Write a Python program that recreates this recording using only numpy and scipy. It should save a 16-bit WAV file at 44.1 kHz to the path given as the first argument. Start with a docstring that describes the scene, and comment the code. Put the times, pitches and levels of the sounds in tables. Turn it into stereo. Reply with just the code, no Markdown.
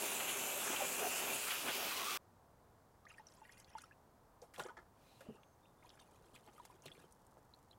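"""A garden hose rinses a car: the jet is coloured noise, with random drops that drum and spatter on panels.
The scene cuts to a plastic bucket in quiet outdoor air: gliding sine bubbles and noise pour in the soap.
Foam sponges plunge in as noise bursts while a plastic grid knocks, struck noise ringing its modes.
A faint breath-like hiss swells with rough narrow bands of noise; worked sponges froth and slosh.
Thin whistles sound between the sponge strokes, suds tick at random; filtered noise is the air throughout."""
import sys
import numpy as np
from scipy import signal
from scipy.fft import rfft, irfft, next_fast_len
from scipy.io import wavfile
from scipy.ndimage import map_coordinates

SR = 44100
rng = np.random.default_rng(int(sys.argv[2]) if len(sys.argv) > 2 else 0)


def generate_wav(sig):
    """Save sig (samples, or channels by samples) to the path in sys.argv[1] as 16-bit PCM at SR."""
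    pcm = np.round(np.clip(np.atleast_2d(sig).T, -1, 1) * 32767).astype(np.int16)
    wavfile.write(sys.argv[1], SR, pcm)


N = 343096
TIME = np.arange(N) / SR

# open air, tone of the middle: (frequency [Hz], relative density [dB])
AIR_TONE = [(20, -7.5), (37, -6.5), (100, -2), (183, -7), (340, -10.5), (919, -9), (1410, -17.5),
            (2600, -31.5), (6050, -32), (15500, -34.5)]
# open air, left-right difference against the middle: (frequency [Hz], gain [dB])
AIR_WIDTH_TONE = [(25, -16), (1200, -34)]
# where the jet points: (time [s], aim [0 down at the wheel .. 1 up along the body])
JET_AIM = [(0, 0.29), (.7, 0.43), (1.3, 0.37), (1.7, 0.69), (2.2, 0.98)]
# strength of the jet's hiss before its wobble: (time [s], level [dB])
JET_HISS_LEVEL = [(0.0, -42), (0.7, -42.5), (1.08, -41.5), (1.5, -41.5), (1.58, -43), (2.16, -42.5)]
# hiss with the jet on the wheel: (frequency [Hz], relative density [dB])
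WHEEL_HISS_TONE = [(1900, -27), (2350, -0.5), (2750, 3), (3250, -7.5), (4200, -15.5), (5300, -13.5),
                   (6200, -3.5), (7200, 0.5), (9000, -5.5), (11500, -3.5), (16000, -13)]
# hiss with the jet on the body: (frequency [Hz], relative density [dB])
BODY_HISS_TONE = [(1200, -50), (1900, -2), (2600, 3.5), (3400, 1), (7000, -5.5), (9000, -5.5),
                  (16000, -8.5)]
# band weakened by the reflection off the car: (time [s], centre [Hz])
REFLECTION_NOTCH = [(0, 5740), (1.15, 3830), (1.6, 8000), (2.17, 10600)]
# the jet crosses a panel, louder: (time [s], length [s], drumming level [dB], spatter level [dB])
PANEL_SURGES = [(0.0, 0.058, -55, -62), (0.637, 0.11, -52, -48), (0.786, 0.07, -52, -49),
                (0.976, 0.11, -48.5, -53), (1.195, 0.12, -48.5, -52.5), (1.454, 0.11, -80, -46.5),
                (1.642, .06, -47.5, -50), (1.77, 0.1, -50.5, -67)]
# the jet slips off the panel: (time [s], length [s], deepest loss of drumming [dB])
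PANEL_LULLS = [(0.573, 0.045, 2), (.745, 0.031, 2), (0.886, 0.08, 0), (1.39, .23, 4.5)]
# drumming drops: (frequency [Hz], relative density [dB])
DRUM_TONE = [(70, -24), (130, -11.5), (250, -0.5), (400, -3.5), (750, 2), (1000, -1.5), (1600, -27)]
# hollow of the wheel arch and panels: (frequency [Hz], ring t60 [s], level [dB])
PANEL_MODES = [(400, 0.093, -18), (519, 0.08, -30)]
# spattering drops: (frequency [Hz], relative density [dB])
SPATTER_TONE = [(450, -22.5), (800, -17), (1150, -11.5), (1450, -7.5), (1950, -13.5), (2600, -15.5),
                (4000, -28)]
# thin sheet high on the body: (frequency [Hz], ring t60 [s], level [dB])
SHEET_MODES = [(1140, 0.011, -11.5)]
# slugs of water hitting the car: (time [s], peak [dB], centre [Hz])
WATER_SLAPS = [(.198, -31.5, 2450), (.694, -38.5, 306), (.729, -41.5, 447), (.762, -34, 2740),
               (1.506, -30, 2720), (1.685, -36, 1970)]
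# the jet grazes an edge and sizzles at one pitch: (time [s], length [s], level [dB], centre [Hz])
EDGE_SIZZLES = [(.265, 0.042, -47, 2660), (.62, 0.11, -46.5, 7100), (.93, 0.28, -54.5, 12300),
                (1.31, 0.054, -47.5, 9200), (1.665, 0.046, -45, 2580), (1.72, 0.22, -52.5, 12500)]
# the jet dwells on a panel, which booms: (time [s], length [s], level [dB], centre [Hz])
PANEL_BOOMS = [(.46, 0.12, -55.5, 590), (.798, 0.011, -40.5, 810), (.815, 0.025, -41, 558),
               (1.0, 0.075, -48, 411), (1.01, 0.06, -46, 720), (1.79, 0.062, -50.5, 684),
               (1.92, 0.12, -50.5, 1070), (2.05, 0.094, -49, 1225)]

# air column and wall of the bucket: (frequency [Hz], ring t60 [s], level [dB])
BUCKET_MODES = [(754, 0.15, -31)]
# single bubbles that stand out, low and high: (time [s], peak [dB], starting pitch [Hz])
SINGLE_BUBBLES = [(3.052, -57, 1213), (3.103, -55, 2660), (3.114, -57, 1280), (3.182, -51, 1790),
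                  (3.196, -53.5, 895), (3.269, -50, 5620), (3.377, -60.5, 1040), (3.417, -53, 910),
                  (3.452, -56, 1880), (3.752, -41.5, 920), (3.838, -51.5, 1310), (3.911, -55.5, 1660),
                  (3.922, -62, 2540), (4.421, -53, 511), (4.703, -49, 955), (4.715, -55, 995),
                  (5.208, -53, 566), (5.267, -55.5, 620), (5.287, -42, 232), (5.848, -55.5, 1002),
                  (6.58, -55, 1245), (6.599, -48.5, 990), (6.7, -56, 1023), (6.917, -49.5, 3280),
                  (6.951, -62, 2280), (7.538, -53.5, 3930), (7.712, -55.5, 3870), (7.73, -62, 3140)]
# drops and suds snap on the surface: (time [s], peak [dB], centre [Hz])
SURFACE_POPS = [(3.053, -58.5, 4030), (3.285, -56, 4660), (3.321, -58, 4870), (3.338, -57, 6800),
                (3.521, -55.5, 5300), (3.599, -51, 7100), (3.644, -52, 4220), (3.783, -50.5, 3700),
                (3.818, -50, 7950), (4.417, -52.5, 5660), (4.56, -46, 3000), (4.595, -38, 2900),
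                (4.635, -45.5, 6030), (5.432, -56, 2840), (5.892, -51.5, 4550), (5.902, -50.5, 3380),
                (5.997, -68, 3030), (6.353, -57, 3530), (6.36, -51.5, 2850), (6.474, -63, 2800),
                (6.485, -59, 2050), (6.497, -65, 1530), (6.579, -59, 10000), (6.821, -52, 7100),
                (6.861, -43, 3260), (6.872, -50, 3270), (6.881, -45.5, 2550), (7.123, -52.5, 8050),
                (7.266, -55.5, 9000)]
# an open cavity closes with a quick upward gurgle: (time [s], peak [dB], starting pitch [Hz])
CAVITY_GURGLES = [(3.066, -52.5, 1620), (3.14, -59, 2100), (3.493, -54, 1610), (3.781, -49, 1190),
                  (5.653, -67.5, 2390), (5.825, -62.5, 1910)]
# soap runs in, then the cup is dipped: (time [s], length [s], fine fizz level [dB], burble level [dB])
SOAP_POURS = [(3.082, 0.023, -67, -66.5), (3.155, 0.05, -78, -75), (3.25, 0.17, -76, -82),
              (3.427, 0.12, -73, -72.5), (3.56, 0.042, -73, -69), (3.663, 0.14, -75.5, -73.5),
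              (3.761, 0.09, -71, -71)]
# fine fizz of the pour: (frequency [Hz], relative density [dB])
FIZZ_TONE = [(1500, -18), (5000, 5.5), (10000, 2), (16000, -2)]
# a sponge slaps the water: (time [s], thud peak [dB], thud centre [Hz], spray peak [dB], decay [s])
SPONGE_PLUNGES = [(4.422, -55.5, 710, -61, 0.03), (4.537, -51, 1500, -53, 0.026),
                  (4.579, -42.5, 620, -50.5, 0.027), (4.595, -37.5, 930, -46, 0.008),
                  (5.206, -53, 1570, -56, 0.0092), (5.291, -46, 335, -84, 0.014),
                  (5.974, -55.5, 1250, -76, 0.0032), (6.333, -58, 214, -65, 0.007),
                  (6.651, -53.5, 844, -48, 0.0048), (6.856, -46, 370, -49, 0.0068),
                  (6.978, -52.5, 393, -79, 0.0022), (7.041, -52.5, 395, -71, 0.0024),
                  (7.37, -53, 706, -84, 0.0011)]
# the hand works a sponge under water: (time [s], length [s], froth level [dB], slosh level [dB])
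SPONGE_STROKES = [(4.568, 0.087, -62.5, -58), (5.19, 0.17, -80, -67.5), (5.796, 0.16, -76, -73.5),
                  (5.982, 0.022, -68, -64), (6.06, 0.48, -80, -74.5), (6.334, 0.02, -64.5, -66),
                  (6.456, 0.025, -71, -61.5), (6.52, 0.24, -74.5, -74.5), (6.826, 0.21, -71.5, -70),
                  (7.277, 0.11, -102, -71)]
# froth of the worked sponge: (frequency [Hz], relative density [dB])
FROTH_TONE = [(1500, -5), (3200, 2.5), (4500, -4), (10000, -1.5), (16000, -11)]
# slosh of the worked sponge: (frequency [Hz], relative density [dB])
SLOSH_TONE = [(110, -18), (300, 0.5), (800, -1), (1400, -4), (3000, -22)]
# the plastic grid knocks against the bucket: (time [s], peak [dB])
GRID_KNOCKS = [(4.599, -38), (4.661, -41), (4.685, -45.5), (4.768, -46), (4.785, -51.5)]
# chatter where the grid touches: (frequency [Hz], relative density [dB])
KNOCK_TONE = [(350, 9), (800, -0.5), (1900, -4.5), (2500, -15.5), (7000, -17.5)]
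# the grid's ringing, before each knock detunes it: (frequency [Hz], ring t60 [s], level [dB])
GRID_MODES = [(830, .03, -22), (980, 0.02, -13), (1270, 0.04, -9), (1630, 0.038, -13), (2030, 0.027, -23),
              (3110, 0.042, -23)]
# a faint breath-like hiss: (time [s], length [s], level [dB])
FAINT_BREATH = [(4.92, 0.32, -74.5)]
# colour of the breath-like hiss: (frequency [Hz], relative density [dB])
FAINT_BREATH_TONE = [(1500, -16), (2300, 2), (6600, -6), (12000, -8), (16000, -17)]
# faint rough bands within and after that hiss: (time [s], length [s], level [dB], centre [Hz])
ROUGH_BANDS = [(5.048, 0.12, -77.5, 4010), (5.215, 0.15, -76, 2800)]
# thin, faint, unsteady whistles: (time [s], length [s], level [dB], centre [Hz])
FAINT_WHISTLES = [(5.39, 0.15, -86.5, 6330), (5.625, 0.065, -81, 3610), (5.77, 0.26, -87, 3540)]
# suds burst at random on the foamy water: (time [s], length [s], rms level [dB])
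BURSTING_SUDS = [(5.4, 2.4, -84.5)]
# ticks of the suds: (frequency [Hz], relative density [dB])
SUDS_TONE = [(3500, -6), (8000, -1), (12000, -5), (16000, -17)]


def from_db(db):
    """Decibels to gain."""
    return 10 ** (np.asarray(db) / 20)


def rms_one(x):
    """Scale to unit power."""
    return x / np.sqrt(np.mean(x ** 2) + 1e-20)


def noise():
    """White noise for the whole length."""
    return rng.standard_normal(N)


def curve(rows):
    """A (time, value) curve at every sample."""
    s, value = np.transpose(rows)
    return np.interp(TIME, s, value)


def add(track, s, sound):
    """Mix a short sound in at time s."""
    start = max(round(s * SR), 0)
    track[start:start + len(sound)] += sound[:N - start]


def coloured(x, spectrum):
    """Filter by a spectrum that falls 20 dB per octave beyond its ends."""
    hz, db = np.transpose(spectrum)
    size = next_fast_len(N)
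    octave = np.log2(np.maximum(np.arange(size // 2 + 1) * SR / size, 1))
    known = np.log2(hz)
    beyond = np.abs(octave - np.clip(octave, known[0], known[-1]))
    gain = from_db(np.interp(octave, known, db) - 20 * beyond)
    return irfft(rfft(x, size) * gain, size)[:N]


def drift(per_s):
    """Smooth chance with spread 1, turning about per_s times a second."""
    knots = rng.standard_normal(4096)
    return rms_one(map_coordinates(knots, [TIME * per_s], order=2, mode="wrap"))


def drops(per_s, spread_db):
    """Random impacts of uneven size and either sign, at unit power."""
    sizes = from_db(spread_db * np.minimum(rng.exponential(1, N), 4))
    return rms_one((rng.random(N) < per_s / SR) * sizes * rng.choice([-1, 1], N))


def resonate(x, modes):
    """A sound plus the damped ringing that it excites in a body."""
    out = x.copy()
    for hz, t60, db in modes:
        r = np.exp(-np.log(1000) / (t60 * SR))
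        w = 2 * np.pi * hz / SR
        ring = signal.lfilter([1, -r * np.cos(w)], [1, -2 * r * np.cos(w), r * r], x + 1e-18)
        out += from_db(db) * w * ring
    return out


def swells(rows, attack_s, release_s):
    """Gain over time: each event (time, length, dB) rises, holds and dies away; powers add."""
    power = np.zeros(N)
    for s, length, db in rows:
        rise = np.clip((TIME - s) / attack_s, 0, 1)
        fall = np.exp(-np.clip((TIME - s - length) / release_s, 0, 20))
        power += (from_db(db) * rise * fall) ** 2
    return np.sqrt(power)


def in_band(x, hz, width):
    """Keep a band around a centre pitch; width is the upper half as a share of that pitch."""
    edges = [hz / (1 + width), hz * (1 + width)]
    return signal.sosfilt(signal.butter(2, edges, "band", fs=SR, output="sos"), x)


def bursts(rows, width, onset_s):
    """Impacts (time, peak dB, Hz, decay): a quick rise and a dying rush of band noise."""
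    out, t = np.zeros(N), TIME[:SR // 4]
    for s, db, hz, decay in rows:
        envelope = (1 - np.exp(-t / onset_s)) * np.exp(-t / decay)
        rush = in_band(rng.standard_normal(len(t)) * envelope, hz, width)
        add(out, s, from_db(db) * rush / np.abs(rush).max())
    return out


def singing(rows, width, attack_s, release_s):
    """Events (time, length, dB, Hz): noise that swells in a band around each pitch."""
    out = np.zeros(N)
    for s, length, db, hz in rows:
        out += rms_one(in_band(noise(), hz, width)) * swells([(s, length, db)], attack_s, release_s)
    return out


def decay_at(hz, decay_s, slope):
    """Decay time at a pitch, from that at 1 kHz: higher sounds die sooner by a power of pitch."""
    return decay_s * (hz / 1000) ** -slope


def outdoors():
    """A soft distant rumble with a faint hiss: coloured noise, nearly all in the middle."""
    mid = rms_one(coloured(noise(), AIR_TONE))
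    side = coloured(rms_one(coloured(noise(), AIR_TONE)), AIR_WIDTH_TONE)
    return from_db(-67.5) * (mid + side * [[1], [-1]])


def hose():
    """The moving jet hisses, drums and spatters; slaps, sizzles and booms stand out."""
    aim = np.clip(curve(JET_AIM), 0, 1)
    lull_db = sum(db * np.exp(-(2 * (TIME - s) / length - 1) ** 4) for s, length, db in PANEL_LULLS)
    lull = from_db(-lull_db)
    return jet_hiss(aim) + drumming(aim, lull) + spatter(aim, lull) + slaps() + sizzles() + booms()


def jet_hiss(aim):
    """Fine drops and noise, blended from wheel to body colour by the aim, then echoed and shaded."""
    mist = drops(per_s=7000, spread_db=3.5) + 0.79 * noise()
    at_wheel = rms_one(coloured(mist, WHEEL_HISS_TONE))
    at_body = rms_one(coloured(mist, BODY_HISS_TONE))
    hiss = (1 - aim) * at_wheel + aim * at_body
    hiss = hiss * from_db(curve(JET_HISS_LEVEL) + 0.5 * drift(per_s=34))
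    hiss = reflected(hiss, count=8, echo_db=-16, longest_s=0.011, sway_s=0.000162)
    return shaded(hiss, patchy_db=1.4, notch_db=-2.5, notch_octaves=0.31)


def reflected(x, count, echo_db, longest_s, sway_s):
    """Echoes from bodywork, wall and wet ground; paths shift as the nozzle moves, so the hiss shimmers."""
    out, gain = x.copy(), from_db(echo_db)
    lags = np.linspace(longest_s / count, longest_s, count) * rng.uniform(0.8, 1.2, count)
    for lag in lags:
        path = lag + sway_s * drift(per_s=2.5)
        out += gain * map_coordinates(x, [(TIME - path) * SR], order=2)
    return out / np.sqrt(1 + count * gain ** 2)


def shaded(x, patchy_db, notch_db, notch_octaves):
    """The car's reflection weakens a moving band; other bands flare and fade as the jet fans out."""
    hz, s, cells = signal.stft(x, SR, nperseg=512)
    octave = np.log2(np.maximum(hz, 100))[:, None]
    centre = np.log2(np.interp(s, *np.transpose(REFLECTION_NOTCH)))
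    notch = np.exp(-((octave - centre) / notch_octaves) ** 2)
    # four random patches an octave, eleven a second
    where = np.broadcast_arrays(4 * octave, 11 * s)
    patches = map_coordinates(rng.standard_normal((64, 64)), where, order=2, mode="wrap")
    return signal.istft(cells * from_db(notch_db * notch + patchy_db * patches), SR)[1][:N]


def surge_gain(rows):
    """Swelling gain as the jet crosses each panel."""
    return swells(rows, attack_s=0.024, release_s=0.012)


def drumming(aim, lull):
    """Heavy drops excite the hollow panels; surges add to a steady level that drops with the aim."""
    drum = resonate(coloured(drops(per_s=2300, spread_db=2), DRUM_TONE), PANEL_MODES)
    surge = surge_gain([(s, length, db) for s, length, db, _ in PANEL_SURGES])
    steady = from_db(-48 - 5.5 * aim)
    return rms_one(lull * drum) * np.hypot(steady, surge) * from_db(0.59 * drift(per_s=40))


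def spatter(aim, lull):
    """Brighter drops that ring a thin sheet as the aim rises; lulls take half their dB off the steady part."""
    plain = rms_one(coloured(drops(per_s=3500, spread_db=2.8), SPATTER_TONE))
    sheet = rms_one(resonate(plain, SHEET_MODES))
    surge = surge_gain([(s, length, db) for s, length, _, db in PANEL_SURGES])
    steady = np.sqrt(lull) * from_db(-52 + 3 * aim)
    return ((1 - aim) * plain + aim * sheet) * np.hypot(steady, surge) * from_db(drift(per_s=50))


def slaps():
    """Slugs of water burst on the car as short band noise."""
    rows = [(s, db, hz, decay_at(hz, decay_s=0.015, slope=0.16)) for s, db, hz in WATER_SLAPS]
    return bursts(rows, width=0.26, onset_s=0.00015)


def sizzles():
    """The jet grazing an edge makes a swelling band of noise."""
    return singing(EDGE_SIZZLES, width=0.23, attack_s=0.021, release_s=0.012)


def booms():
    """A panel under the dwelling jet booms as a narrow band of noise."""
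    return singing(PANEL_BOOMS, width=0.064, attack_s=0.0063, release_s=0.012)


def bucket():
    """Water sounds and the breath-like hiss ring the bucket; bubbles, gurgles and knocks lie over them."""
    ringing = resonate(pops() + pour() + plunges() + strokes() + faint_breath() + suds(), BUCKET_MODES)
    inside = bubbles() + gurgles() + ringing + knocks()
    return surroundings(inside, echo_db=-9, decay_s=0.0072)


def surroundings(x, echo_db, decay_s):
    """Early scatter from the bucket wall and the ground, gone quickly in the open air."""
    t = TIME[:SR // 5]
    echoes = rng.standard_normal(len(t)) * np.exp(-t / decay_s) * (t > 0.002)
    return x + from_db(echo_db) * signal.fftconvolve(x, echoes / np.linalg.norm(echoes))[:N]


def bubble(hz, decay, glide, swell):
    """A bubble swells and rings out as a sine gliding by glide octaves per decay time."""
    age = TIME[:int(10 * decay * SR) + 2] / decay
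    pitch = hz * 2 ** (glide * np.minimum(age, 5))
    level = age ** swell * np.exp(-age)
    return level / level.max() * np.sin(2 * np.pi * np.cumsum(pitch) / SR)


def bubbles():
    """Single bubbles that stand out: those above 1250 Hz chirp up, those below sag."""
    out = np.zeros(N)
    for s, db, hz in SINGLE_BUBBLES:
        glide = 0.053 * np.tanh(2 * np.log2(hz / 1250))
        decay = decay_at(hz, decay_s=0.0063, slope=0.61)
        add(out, s, from_db(db) * bubble(hz, decay, glide, swell=0.21))
    return out


def pops():
    """Drops and suds snap as tiny bursts of band noise."""
    return bursts([(s, db, hz, 0.0018) for s, db, hz in SURFACE_POPS], width=0.28, onset_s=0.0011)


def gurgles():
    """A closing cavity is a short sine that glides quickly upward."""
    out = np.zeros(N)
    for s, db, hz in CAVITY_GURGLES:
        add(out, s, from_db(db) * bubble(hz, decay=0.0022, glide=0.132, swell=1))
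    return out


def swarm(count, low_hz, high_hz, cycles, spread_db, glide):
    """Bubbles at random moments and pitches; small ones die sooner, and each glides its own way."""
    out = np.zeros(N)
    for when, size, loud, life, rise in rng.random((count, 5)):
        hz = low_hz * (high_hz / low_hz) ** size
        decay = cycles * (0.5 + life) / hz * (hz / low_hz) ** 0.25
        ring = bubble(hz, decay, glide * (2 * rise - 0.5), swell=0.44)
        add(out, when * TIME[-1], from_db(spread_db * loud ** 2) * (hz / low_hz) ** 0.5 * ring)
    return rms_one(out)


def small_bubbles():
    """A dense swarm of small, high bubbles."""
    return swarm(count=6000, low_hz=1257, high_hz=11500, cycles=4.5, spread_db=9, glide=0.05)


def pour():
    """A thin stream entrains ringing bubbles: clumps of fine fizz over a coarser burble."""
    # the noise stands for bubbles too fine and many to tell apart
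    clumps = (small_bubbles() + 0.225 * noise()) * from_db(2.8 * drift(per_s=60))
    fizz = rms_one(coloured(clumps, FIZZ_TONE))
    burble = swarm(count=5000, low_hz=1400, high_hz=3300, cycles=7, spread_db=8, glide=0.03)
    fizz_rows = [(s, length, db) for s, length, db, _ in SOAP_POURS]
    burble_rows = [(s, length, db) for s, length, _, db in SOAP_POURS]
    return (fizz * swells(fizz_rows, attack_s=0.012, release_s=0.023)
            + burble * swells(burble_rows, attack_s=0.012, release_s=0.023))


def plunges():
    """Each plunge is a thud, a low thump of the mass of water and a bright spray of band noise."""
    thump_hz = 147
    thuds, thumps, sprays = [], [], []
    for s, db, hz, spray_db, decay in SPONGE_PLUNGES:
        thuds.append((s, db, hz, decay))
        # the lower the thud, the stronger its thump
        thumps.append((s, db - 4 + 20 * np.log10(thump_hz / hz), thump_hz, 0.015))
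        sprays.append((s, spray_db, 4620, decay))
    return (bursts(thuds, width=0.38, onset_s=0.0005)
            + bursts(thumps, width=0.28, onset_s=0.0018)
            + bursts(sprays, width=1.6, onset_s=0.001))


def strokes():
    """A worked sponge froths with crackle and small bubbles, and sloshes with lower ones."""
    crackle = drops(per_s=1100, spread_db=9.5)
    foam = 0.6 * crackle + 1.2 * small_bubbles() + 0.45 * noise()
    froth = rms_one(coloured(foam * from_db(3 * drift(per_s=60)), FROTH_TONE))
    low_bubbles = swarm(count=2200, low_hz=211.5, high_hz=1990, cycles=1.74, spread_db=11, glide=0.076)
    slosh = rms_one(coloured(low_bubbles, SLOSH_TONE))
    froth_rows = [(s, length, db) for s, length, db, _ in SPONGE_STROKES]
    slosh_rows = [(s, length, db) for s, length, _, db in SPONGE_STROKES]
    return (froth * swells(froth_rows, attack_s=0.012, release_s=0.027)
            + slosh * swells(slosh_rows, attack_s=0.012, release_s=0.027))


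def knocks():
    """Wet plastic chatters, then rattles; the grid rings differently wherever it is struck."""
    contact = coloured(noise(), KNOCK_TONE) * from_db(5 * drift(per_s=400))
    out, t = np.zeros(N), TIME[:SR // 5]
    for s, db in GRID_KNOCKS:
        modes = [(hz * (1 + 0.05 * rng.standard_normal()), t60, level) for hz, t60, level in GRID_MODES]
        rise_s = 0.0004 * from_db(-38 - db) ** 2   # gentle knocks build up more slowly
        chatter, rattle = np.exp(-t / 0.0055), from_db(-16) * np.exp(-t / 0.022)
        force = (1 - np.exp(-t / rise_s)) * (chatter + rattle)
        ring = resonate(contact[int(s * SR):][:len(t)] * force, modes)
        add(out, s, from_db(db) * ring / np.abs(ring).max())
    return out


def faint_breath():
    """A faint breath-like hiss: a slow swell of coloured noise."""
    hiss = rms_one(coloured(noise(), FAINT_BREATH_TONE))
    return hiss * swells(FAINT_BREATH, attack_s=0.16, release_s=0.037)


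def rough_bands():
    """Faint rough narrow bands of noise within and after the breath-like hiss."""
    return singing(ROUGH_BANDS, width=0.054, attack_s=0.02, release_s=0.02)


def whistles():
    """Very narrow bands of noise make thin, unsteady whistles."""
    return singing(FAINT_WHISTLES, width=0.022, attack_s=0.02, release_s=0.02)


def suds():
    """Bursting suds are sparse random ticks."""
    ticks = rms_one(coloured(drops(per_s=66, spread_db=3), SUDS_TONE))
    return ticks * swells(BURSTING_SUDS, attack_s=0.77, release_s=0.3)


def scene():
    """The hose until the cut, then the bucket; open air throughout."""
    cut_s, fade_s = 2.174, 0.00095
    before_cut = np.clip((cut_s - TIME) / fade_s, 0, 1)
    return outdoors() + hose() * before_cut + bucket() + rough_bands() + whistles()


def record(dry):
    """A steep elliptic low-pass takes off the top above 15.9 kHz."""
    return signal.sosfilt(signal.ellip(12, 0.1, 70, 15900, fs=SR, output="sos"), dry)


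dry = scene()
out = record(dry)
generate_wav(out)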